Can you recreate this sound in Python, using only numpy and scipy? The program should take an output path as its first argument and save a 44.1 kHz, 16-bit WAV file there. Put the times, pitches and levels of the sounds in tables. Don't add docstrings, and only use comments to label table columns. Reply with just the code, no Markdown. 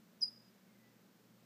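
import sys
import numpy as np
from scipy import signal
from scipy.fft import rfft, irfft
from scipy.io import wavfile

SR = 44100
rng = np.random.default_rng(int(sys.argv[2]) if len(sys.argv) > 2 else 0)


def bounce(signal):
    frames = np.transpose(np.atleast_2d(signal))
    limited = np.clip(frames, -1, 1)
    pcm = np.round(limited * 32767).astype(np.int16)
    wavfile.write(sys.argv[1], SR, pcm)


N = 63945

# frequency in Hz, relative level in dB.
ROOM_SPECTRUM = [(25, -38.5), (80, -25.5), (130, -21.5), (170, -3.5), (220, -1.5), (270, -8.5),
                 (450, -11.5), (750, -18), (1800, -21.5), (2800, -25), (5000, -26), (7500, -29.5),
                 (10000, -35), (13500, -29), (15300, -26.5)]
# pitch in Hz, rms level in dB.
ROOM_TONES = [(174, -78.5), (193, -78), (226, -76), (535, -89), (1534, -92.5), (13787, -97)]
# time in seconds, pitch in Hz, level in dB.
WHISTLE_CURVE = [(.55, 2217, -90.5), (.64, 2260, -87), (.69, 2150, -79.5), (.77, 2034, -84),
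                 (.85, 1980, -73.5), (.905, 1947, -84)]
# time in seconds, pitch in Hz, level in dB.
CHIRP_CURVE = [(.209, 6080, -56.5), (.212, 5480, -47), (.215, 5350, -51), (.219, 5140, -33.5),
               (.2235, 4940, -36), (.227, 4943, -27), (.2345, 4915, -29), (.239, 5077, -36.5),
               (.249, 5500, -66.5)]
# delay in seconds, level in dB against the dry call.
ECHO_TAPS = [(.0085, -6.5), (.028, -15), (.0415, -39), (.0535, -13), (.087, -33.5)]
# frequency in Hz, boost in dB.
SCATTER_EQ = [(4500, 1), (4900, 5.5), (5100, 6.5), (5350, 13), (6000, 6), (10000, 8.5)]

ROOM_DB, WAVER_RAD = -67.5, 0.16
HUM_HZ, HUM_DB, BEAT_HZ, BEAT_PEAK_S = 118.8, -80, 2, .36
JITTER_DEPTH, JITTER_HZ = 0.0016, 510
FLICK_START_S, FLICK_LENGTH_S, FLICK_FROM_HZ, FLICK_TO_HZ, FLICK_DB = .214, 0.0036, 5100, 4380, -59.5
OCTAVE_DB, OCTAVE_END_S = -25.5, 0.2313
PORCH_DB, PORCH_T60_S = -16.5, 0.15
TREES_DB, TREES_T60_S, WHISTLE_WET_DB = -24, .52, -4
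TOP_CUT_HZ = 15350


def gain_of(db):
    return 10 ** (np.asarray(db) / 20)


def unit_rms(x):
    return x / np.sqrt(np.mean(x ** 2) + 1e-20)


def drift(rate_hz):
    hz = np.fft.rfftfreq(N, 1 / SR)
    return unit_rms(irfft(rfft(rng.standard_normal(N)) * np.exp(-(hz / rate_hz) ** 2), N))


def coloured(x, eq):
    hz, db = np.transpose(eq)
    curve_db = np.interp(np.log(np.fft.rfftfreq(N, 1 / SR) + 1), np.log(hz), db)
    return irfft(rfft(x) * gain_of(curve_db), N)


def delayed(x, delay_s):
    return np.pad(x, (max(round(delay_s * SR), 0), 0))[:N]


def reverb(x, t60_s, build_s):
    t = np.arange(N) / SR
    reflections = rng.standard_normal(N) * (rng.random(N) < .1)
    bloom = 1 - np.exp(-(t / build_s) ** 2)
    decay = np.exp(-np.log(1000) * t / t60_s)
    wet = signal.fftconvolve(x, reflections * bloom * decay)[:N]
    return unit_rms(wet) * np.std(x)


def room():
    t = np.arange(N) / SR
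    tones = sum(np.sqrt(2) * gain_of(db) * np.sin(2 * np.pi * hz * t + WAVER_RAD * drift(4))
                for hz, db in ROOM_TONES)
    noise = unit_rms(coloured(rng.standard_normal(N), ROOM_SPECTRUM))
    return gain_of(ROOM_DB) * noise + tones


def hum():
    t = np.arange(N) / SR - BEAT_PEAK_S
    phase = 2 * np.pi * HUM_HZ * t + WAVER_RAD * drift(3)
    upper_tone = gain_of(-3) * np.cos(phase + 2 * np.pi * BEAT_HZ * t)
    return np.sqrt(2) * gain_of(HUM_DB) * (np.cos(phase) + upper_tone)


def bird_note(curve, fade_s):
    t = np.arange(N) / SR
    times, hz, db = np.transpose(curve)
    fades = np.clip(np.minimum(t - times[0], times[-1] - t) / fade_s + 1, 0, 1)
    pitch_hz = np.interp(t, times, hz) * (1 + JITTER_DEPTH * drift(JITTER_HZ))
    phase = 2 * np.pi * np.cumsum(pitch_hz) / SR
    return phase, fades * gain_of(np.interp(t, times, db))


def far_bird():
    phase, envelope = bird_note(WHISTLE_CURVE, fade_s=.02)
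    call = envelope * np.sin(phase)
    return call + gain_of(WHISTLE_WET_DB) * reverb(call, TREES_T60_S, build_s=0.017)


def flick():
    progress = np.clip((np.arange(N) / SR - FLICK_START_S) / FLICK_LENGTH_S, 0, 1)
    pitch_hz = FLICK_FROM_HZ + (FLICK_TO_HZ - FLICK_FROM_HZ) * progress
    envelope = gain_of(FLICK_DB) * np.sin(np.pi * progress)
    return envelope * np.sin(2 * np.pi * np.cumsum(pitch_hz) / SR)


def chirp():
    t = np.arange(N) / SR
    phase, envelope = bird_note(CHIRP_CURVE, fade_s=0.00106)
    octave_gain = gain_of(OCTAVE_DB) * np.clip((OCTAVE_END_S - t) / .003 + .5, 0, 1)
    return envelope * (np.sin(phase) + octave_gain * np.sin(2 * phase))


def near_bird():
    call = chirp() + flick()
    echoes = sum(gain_of(db) * delayed(call, delay_s) for delay_s, db in ECHO_TAPS)
    send = coloured(call, SCATTER_EQ)
    porch = gain_of(PORCH_DB) * reverb(send, PORCH_T60_S, build_s=0.004)
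    trees = gain_of(TREES_DB) * reverb(send, TREES_T60_S, build_s=0.04)
    return call + echoes + porch + trees


def scene():
    return (near_bird() + far_bird() + room() + hum())[None]


def record(dry):
    lowpass = signal.firwin(511, TOP_CUT_HZ, window=("kaiser", 9), fs=SR)
    return signal.oaconvolve(dry, lowpass[None], "same")


dry = scene()
out = record(dry)
bounce(out)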